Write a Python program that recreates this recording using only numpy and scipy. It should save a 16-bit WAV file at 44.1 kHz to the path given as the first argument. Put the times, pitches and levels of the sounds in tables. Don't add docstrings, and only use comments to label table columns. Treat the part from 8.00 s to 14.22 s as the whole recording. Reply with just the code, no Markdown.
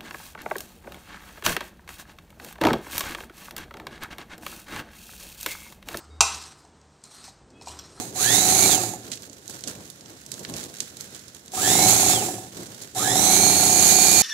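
import sys
import numpy as np
from scipy import signal
from scipy.fft import rfft, irfft
from scipy.io import wavfile
from scipy.ndimage import uniform_filter1d

SR = 44100
rng = np.random.default_rng(int(sys.argv[2]) if len(sys.argv) > 2 else 0)


def amplitude_ratio(level_db):
    exponent = np.asarray(level_db, float) / 20
    return 10 ** exponent


def master(y):
    cut = np.clip(np.atleast_2d(y).T, -1, 1)
    pcm = np.round(cut * 32767)
    wavfile.write(sys.argv[1], SR, pcm.astype(np.int16))


N = 274302
T = np.arange(N) / SR
FREQ = np.fft.rfftfreq(N, 1 / SR)

# [freq_hz, level_db]
MURMUR = [(35, -20), (70, 0), (200, -2), (500, -8), (1200, -18), (6000, -21), (15000, -26)]
# [freq_hz, level_db]
LEFT_PORT = [(100, 0.5), (400, -1), (1000, -4.5), (1400, 8), (2500, 3.5), (5500, -0.5), (6600, -2.5),
             (7600, -0.5), (8800, 4.5), (10000, 1.5), (11500, -3), (13000, -17), (15500, -6.5)]
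RIGHT_PORT = [(1000, -0.5), (1600, 9.5), (2400, 3), (3000, 6.5), (4000, 10.5), (5000, 9), (6600, 13),
              (7800, 11.5), (9300, 4), (10500, 5.5), (12500, 3.5), (15500, -0.5)]
# [mean_delay_s, level_db]
ECHOES = [(.00035, -11), (.0008, -18)]

# [peak_s, fade_s, weave_db, rumple_db]
STROKES = [(0.0, 0.3, -50, -40), (1.09, 0.13, -45.5, -41.5), (1.24, 0.36, -56, -49.5),
           (1.497, 0.011, -46, -35), (1.551, 0.043, -40.5, -46), (1.682, 0.045, -37.5, -38.5),
           (1.8, 0.12, -49, -44), (2.1, 0.058, -46, -48.5), (2.17, 0.039, -48.5, -48),
           (2.33, 0.18, -47.5, -51.5), (2.409, 0.12, -49, -41), (2.494, 0.028, -42.5, -36),
           (2.58, 0.12, -40, -39), (2.7, 0.12, -70, -48.5), (2.82, 0.12, -45, -48.5), (2.97, .04, -47, -49),
           (3.02, 0.12, -44, -48), (3.16, 0.056, -46, -53), (3.28, .02, -58, -58), (3.36, 0.033, -47, -51),
           (3.47, .02, -62, -64), (4.44, 0.046, -49, -47), (4.58, 0.18, -43, -40.5), (4.7, 0.19, -53, -58),
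           (4.82, 0.038, -41, -51)]
# [snap_s, peak_db, centre_hz, left_minus_right_db]
CRACKS = [(1.174, -27, 3400, -9), (1.2216, -23, 7200, -2), (1.2976, -34.5, 4480, -17),
          (1.3307, -28.5, 6780, -9), (1.479, -22.5, 6330, -10), (1.608, -26, 7990, -7),
          (1.6382, -16.5, 4700, -8), (1.901, -19, 7300, -8), (2.009, -27.5, 5040, -3),
          (2.059, -32, 3870, -12), (2.263, -23, 6600, -7), (2.3175, -16, 6200, -16.5),
          (2.3403, -19, 6000, -2), (2.4494, -15.5, 2530, -2), (2.49, -27, 5330, 0), (2.5388, -18, 4200, -8),
          (2.5653, -16, 6750, -1), (2.639, -18.5, 6000, -1), (2.7683, -30, 4630, -6), (2.804, -9, 5300, -6),
          (2.9696, -23, 5900, -6), (3.0084, -17.5, 6800, -11), (3.1476, -24.5, 5760, -9.5),
          (3.156, -36, 6620, -8), (3.2815, -27, 6640, -9), (3.348, -29, 6700, -17), (3.365, -30, 7100, -3),
          (3.46, -30, 7310, -6), (3.4802, -28, 4540, -3), (3.5194, -22, 6890, -2)]
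# [snap_s, peak_db, centre_hz,
# left_minus_right_db]
FOLDS = [(1.0846, -39, 6000, -10), (1.1175, -15, 4620, -7), (1.1313, -23, 4140, -13),
         (1.1368, -22, 4520, -4), (1.155, -21, 6970, 2), (1.2324, -32, 4240, -6), (1.497, -19.5, 7100, -6),
         (1.5077, -26, 5810, -12), (1.6748, -16, 5800, -10), (1.6822, -25, 5270, -6),
         (1.6994, -33, 8100, -2), (2.393, -21.5, 7430, -6), (3.126, -35, 5880, 2), (3.193, -29, 6190, -7.5),
         (4.569, -30, 5210, -11), (4.6644, -28, 7020, -7), (4.7467, -27, 6360, -6), (4.777, -36, 7200, -4),
         (4.82, -20, 7220, -2), (4.949, -19, 6270, 2)]
# [freq_hz, level_db]
RUMPLE = [(30, -39), (56, -10), (112, 2), (316, 1.5), (450, -1), (700, -5.5), (1100, -11.5), (2000, -66)]

# [press_s, release_s, top_pitch_hz of shaft order 22, coast_loss_hz_per_s, main_knock_s]
BURSTS = [
    (-1.5, -.26, 4400, 11200, .02),
    (.1155, .668, 4371, 12900, .591),
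    (3.496, 4.075, 4398, 10800, 3.86),
    (4.921, 7, 4433, 11000, 5.63),
]
# [time_s, left_minus_right_db as it turns, gear_load_db from cloth, open_vents_db]
HAND = [(0, -6, 0, 8), (.17, -6.5, -4.5, -4), (.35, -10, 1, 6.5), (.5, -7, -0.5, -14), (.69, -9, 2.5, 7),
        (.94, -11, 5, 5), (3.55, -5, -1.5, -8), (3.65, -6, 1, 4), (3.82, -8, 5, 4), (3.93, -6.5, 2, -7),
        (3.99, -5, -0.5, -13), (4.17, -7, 2.5, 4), (4.97, -6.5, 3, 2), (5.25, -7.5, 2, -6),
        (5.45, -8, 2, -0.5), (5.71, -6.5, 0.5, -7), (5.9, -10, 0, -0.5), (6.22, -9.5, -1.5, 2.5)]
# [freq_hz, level_db]
RUSH = [(300, 3), (1000, 6.5), (1700, -0.5), (2400, 4), (3000, 0.5), (3800, 7), (5000, 2), (6600, 9.5),
        (7600, 9), (8800, 9), (11000, 8), (15500, 6)]
# [shaft_order, chopped_air_db relative to the rush]
FAN_ORDERS = [(22, -17.5), (33, -6.5), (44, -9.5), (55, -6.5), (66, -7)]
# [freq_hz, level_db]
HOUSING = [(500, -1), (1250, 5), (1500, -8.5), (1700, -0.5), (2000, -11.5), (2400, -1), (2900, -4.5),
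           (3450, 4.5), (3800, -5), (4100, -5.5), (4400, -4.5), (6000, 0)]
# [share_of_stitch, casting_db, handle_db, rush_throb 0-1]
KNOCKS = [
    (0., 0, 0, .5),
    (.34, -11, -5, .3),
    (.65, -11, 0, .3),
]
# [mode_hz, level_db, t60_s]
CASTING = [(746, 0, .11), (818, -5, .06), (690, -13, .05), (1680, -19, .04)]
# [mode_hz, level_db, t60_s]
HANDLE = [(120, -3, 0.33), (216, 6.5, 0.028), (301.3, 2, 0.1), (348.7, -3.5, 0.2), (385, 6, 0.059),
          (521, 0.5, 0.054)]
# [full_speed_db, loss_db in step with speed, slope_db per decade of speed]
RUSH_LAW = (-20.5, 10.95, 17.3)
CASTING_LAW = (-31.5, 11, 8)
HANDLE_LAW = (-31.5, 6.6, 10.7)

ALIKE_HZ, LEAD_S = 770, 0.000272
ROOM_DB, MAINS_HZ = -58, 50
RISE_SHARE, REST_WEAVE_DB, REST_RUMPLE_DB = 0.34, -57.5, -56
CRACK_T60_S, FOLD_T60_S = 0.019, 0.049
QUICK_SHARE, QUICK_S, SLOW_S = 0.9, 0.105, 0.5
LANDING_HZ, FULL_HZ = 350, 4300
ORDERS_PER_STITCH = 141.0
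STRAIN_DB, BITE_S = 5, 0.049
JOLT_S, JOLT_DB = 0.04, 5
CONTACT_S = 0.0004
FAN_DB, SLOT_DB, LOW_DB, LOW_FADE_DB = -25.5, -39, -37, 11
GLIDE_BLUR, TURN_GAIN = 0.32, 0.96


def colour(points):
    hz, db = np.transpose(points)
    gain = amplitude_ratio(np.interp(np.log(FREQ + 1), np.log(hz), db))
    ceps = irfft(np.log(gain), N)
    ceps[1:N // 2] *= 2
    ceps[N // 2 + 1:] = 0
    return np.exp(rfft(ceps))


LEFT, RIGHT = colour(LEFT_PORT), colour(RIGHT_PORT)


def shape(x, response):
    return irfft(rfft(x) * response, N)


def ports(x, other, alike_hz=ALIKE_HZ):
    alike = np.clip(0.012 + 0.8 / (1 + (FREQ / alike_hz) ** 3), 0, 1)
    shared = rfft(x) * np.sqrt(alike) * np.exp(2j * np.pi * FREQ * LEAD_S)
    left = shared + rfft(other) * np.sqrt(1 - alike)
    return irfft(np.array([left * LEFT, rfft(x) * RIGHT]), N)


def unit(x, lo, hi):
    power = np.abs(rfft(x.mean(axis=0))[(FREQ > lo) & (FREQ < hi)]) ** 2
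    return x * N / np.sqrt(2 * power.sum())


def walk(rate):
    hold = max(int(SR / rate), 1)
    steps = rng.standard_normal(N // 8)[np.arange(N) // max(hold, 9)]
    slewed = uniform_filter1d(uniform_filter1d(steps, hold), hold)
    return slewed / slewed.std()


def ring(x, modes):
    total = 0
    for hz, db, t60 in modes:
        pole = np.exp(2j * np.pi * hz / SR - np.log(1000) / (t60 * SR))
        total = total + amplitude_ratio(db) * signal.lfilter([1], [1, -pole], x).imag
    return total


def room():
    level = amplitude_ratio(ROOM_DB + 3.0 * walk(5.36))
    murmur = shape(rng.standard_normal((2, N)), colour(MURMUR))
    return level * unit(ports(*murmur), 50, 700)


def strokes():
    weave, rumple = amplitude_ratio(REST_WEAVE_DB) ** 2, amplitude_ratio(REST_RUMPLE_DB) ** 2
    for s, fade_s, weave_db, rumple_db in STROKES:
        pace_s = max(fade_s, 0.01) * np.where(T < s, RISE_SHARE, 1)
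        swell = np.exp(-2 * np.abs(T - s) / pace_s)
        weave = weave + amplitude_ratio(weave_db) ** 2 * swell
        rumple = rumple + amplitude_ratio(rumple_db) ** 2 * swell
    return np.sqrt(weave), np.sqrt(rumple)


def weave_cracks():
    cracks, lag = np.zeros((2, N + SR)), np.arange(SR // 8) / SR
    rows = [(*row, CRACK_T60_S) for row in CRACKS] + [(*row, FOLD_T60_S) for row in FOLDS]
    noises = rng.standard_normal((len(rows), 2, SR // 8))
    for (s, db, hz, pan_db, t60), noise in zip(rows, noises):
        noise *= np.minimum(0.25 + lag / 0.0015, 1)
        noise[:, 50:52] = 4.0
        fade = np.exp(-np.log(1000) * lag / max(t60, 0.004)) + 0.12 * np.exp(-lag / 0.047)
        band = signal.butter(2, [hz / 1.77, min(hz * 2.0, 0.45 * SR)], "band", fs=SR)
        crack = signal.lfilter(*band, noise * fade)
        side_db = np.array([[pan_db / 2 + 3.0], [-pan_db / 2 - 2.5]])
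        gain = amplitude_ratio(db - 6.0 + side_db) / np.abs(crack).max()
        start = int(s * SR) - 30
        cracks[:, start:start + len(lag)] += gain * crack
    return ports(cracks[1, :N], cracks[0, :N], 300)


def sack():
    weave, rumple = strokes()
    slips = rng.random(N) < 900 / SR
    grains = slips * amplitude_ratio(6.0 * np.minimum(rng.exponential(size=N), 3))
    grains = signal.lfilter([1], [1, -np.exp(-1 / (0.0021 * SR))], grains)
    crackle = (grains + 0.59 * grains.mean()) * amplitude_ratio(1.57 * walk(34.9)) * rng.standard_normal((2, N))
    dull = amplitude_ratio(2.5 * walk(30)) * shape(rng.standard_normal((2, N)), colour(RUMPLE))
    cracks = weave_cracks()
    weave = weave * unit(ports(*crackle), 1800, 21000)
    return weave + rumple * unit(ports(*dull), 80, 1000) + cracks


def burst():
    table = np.transpose(BURSTS)
    return table[:, np.searchsorted(table[0], T, side="right") - 1]


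def speed():
    press, release, top_hz, loss, _ = burst()
    held = np.minimum(T, release) - press
    quick = QUICK_SHARE * np.exp(-held / QUICK_S)
    slow = (1 - QUICK_SHARE) * np.exp(-held / SLOW_S)
    hz = top_hz * (1 - quick - slow)
    coast = LANDING_HZ * np.logaddexp(0, (hz - loss * (T - release)) / LANDING_HZ)
    return np.where(T > release, coast, hz)


def by_speed(pace, full_db, step_db, decade_db):
    return amplitude_ratio(full_db - step_db * (1 - pace) + decade_db * np.log10(pace + 1e-9))


def stitch_phase(turns):
    count = turns / ORDERS_PER_STITCH
    return count - np.interp(burst()[-1], T, count)


def gear(phase, pace):
    casting, handle, throb = np.zeros(N), np.zeros(N), np.ones(N)
    for share, casting_db, handle_db, depth in KNOCKS:
        at = np.flatnonzero(np.diff(np.floor(phase - share)) == 1)
        size = amplitude_ratio(rng.standard_normal((300, 2))[:len(at)])
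        casting[at] += amplitude_ratio(casting_db) * size[:, 0]
        handle[at] += amplitude_ratio(handle_db) * size[:, 1]
        throb += depth * np.exp(-((phase - share) % 1) / 0.07)
    jolts = [int((row[0] + JOLT_S) * SR) for row in BURSTS[1:]]
    casting[jolts] += amplitude_ratio(JOLT_DB)
    push = np.hanning(int(2 * CONTACT_S * SR))
    casting = signal.lfilter(1.2 * push / push.sum(), [1], casting)
    clatter = rng.standard_normal(1400)[(phase % 1 * 1400).astype(int)] * pace
    rattle = rng.standard_normal((4, N))
    casting += amplitude_ratio(-39) * clatter + amplitude_ratio(-36) * rattle[0] * np.exp(-(phase % 1) / 0.3)
    handle += amplitude_ratio(-29) * clatter + amplitude_ratio(-29) * rattle[2]
    casting = ports(ring(casting, CASTING), ring(casting + amplitude_ratio(-37) * rattle[1], CASTING))
    handle = ports(ring(handle, HANDLE), ring(amplitude_ratio(-27.0) * rattle[3], HANDLE))
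    handle = signal.sosfilt(signal.butter(5, 108, "high", fs=SR, output="sos"), handle)
    casting = signal.sosfilt(signal.butter(4, 640, "high", fs=SR, output="sos"), casting)
    return unit(casting, 600, 900), unit(handle, 90, 450), throb


def whine(turns, order, tone_db, hump_db, hump_hz, waver_db=4.5):
    turn = 2 * np.pi * order / 22 * turns
    made = []
    for _ in range(2):
        tone = amplitude_ratio(tone_db + waver_db * walk(20)) * np.sin(turn + 0.25 * walk(40))
        hump = amplitude_ratio(hump_db) * walk(hump_hz) * np.cos(turn)
        made.append(tone + hump)
    return np.array(made) * np.sqrt(2)


def motor_tones(turns, pace, powered, open_vents):
    pull = np.cos(2 * np.pi * 2 * MAINS_HZ * T + 0.8 * walk(6))
    fan = amplitude_ratio(FAN_DB) * open_vents * (0.75 + 0.25 * powered * (1 + pull))
    slot = amplitude_ratio(SLOT_DB) * open_vents * powered * (1 + 0.9 * pull)
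    low = amplitude_ratio(LOW_DB - LOW_FADE_DB * pace ** 6) * np.sqrt(pace) * (0.6 + 0.4 * powered)
    tones = pace ** 4 * fan * whine(turns, 22, -7, -17, 500, waver_db=3.0)
    tones += pace * slot * whine(turns, 12, 2, -14, 250, waver_db=2.5)
    tones += pace * low * whine(turns, 11, -9, -5, 300)
    return shape(tones, colour(HOUSING))


def nearby(x):
    out = x.copy()
    for delay_s, db in ECHOES:
        for port in range(2):
            path_s = delay_s * (1 + 0.22 * port + 0.11 * walk(2.1))
            out[port] += amplitude_ratio(db) * np.interp(T - path_s, T, x[port])
    return out


def machine():
    hz = uniform_filter1d(speed(), SR // 100)
    turns, pace = np.cumsum(hz) / SR, np.clip(hz / FULL_HZ, 0, 1)
    s, pan_db, load_db, open_db = np.transpose(HAND)
    pan, load = amplitude_ratio(np.interp(T, s, pan_db + 7)), amplitude_ratio(np.interp(T, s, load_db))
    open_vents = amplitude_ratio(np.interp(T, s, open_db))
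    press, release = burst()[:2]
    bite = np.clip((T - press) / BITE_S, 0, 1) ** 2
    strain = amplitude_ratio(uniform_filter1d(STRAIN_DB * (1 - pace) * (T < release), SR // 50))
    vents = pan ** -TURN_GAIN
    rush = vents * by_speed(pace, *RUSH_LAW) * bite * strain
    cast = bite * load * by_speed(pace, *CASTING_LAW)
    thump = bite * load * by_speed(pace, *HANDLE_LAW)
    casting, handle, throb = gear(stitch_phase(turns), np.sqrt(pace))
    glide = np.clip(np.abs(np.gradient(hz)) * SR / 6000, 0, 1)
    turns = turns + GLIDE_BLUR * glide * walk(150)
    grit = amplitude_ratio(1.06 * walk(900) + 1.5 * walk(25)) * throb
    air = unit(ports(*shape(grit * rng.standard_normal((2, N)), colour(RUSH))), 3650, 12700)
    chop = pace ** 4 * sum(whine(turns, order, -40, db - 6, 900) for order, db in FAN_ORDERS)
    powered = uniform_filter1d(1.0 * (np.gradient(hz) > -0.02), SR // 30)
    tones = motor_tones(turns, pace, powered, open_vents)
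    air = nearby(rush * air + ports(*(rush * chop + tones)))
    air[0] *= pan
    return air + cast * casting + thump * handle


def scene():
    return machine() + sack() + room()


def band_limit(x):
    return signal.sosfilt(signal.butter(12, 17020, fs=SR, output="sos"), x)


def record(dry):
    dry = signal.sosfilt(signal.butter(3, 56, "high", fs=SR, output="sos"), dry)
    dry = 1.15 * np.tanh(dry / 1.15)
    mix = signal.sosfilt(signal.ellip(12, 0.2, 80, 15700, fs=SR, output="sos"), dry)
    return band_limit(mix)


dry = scene()
out = record(dry)
master(out)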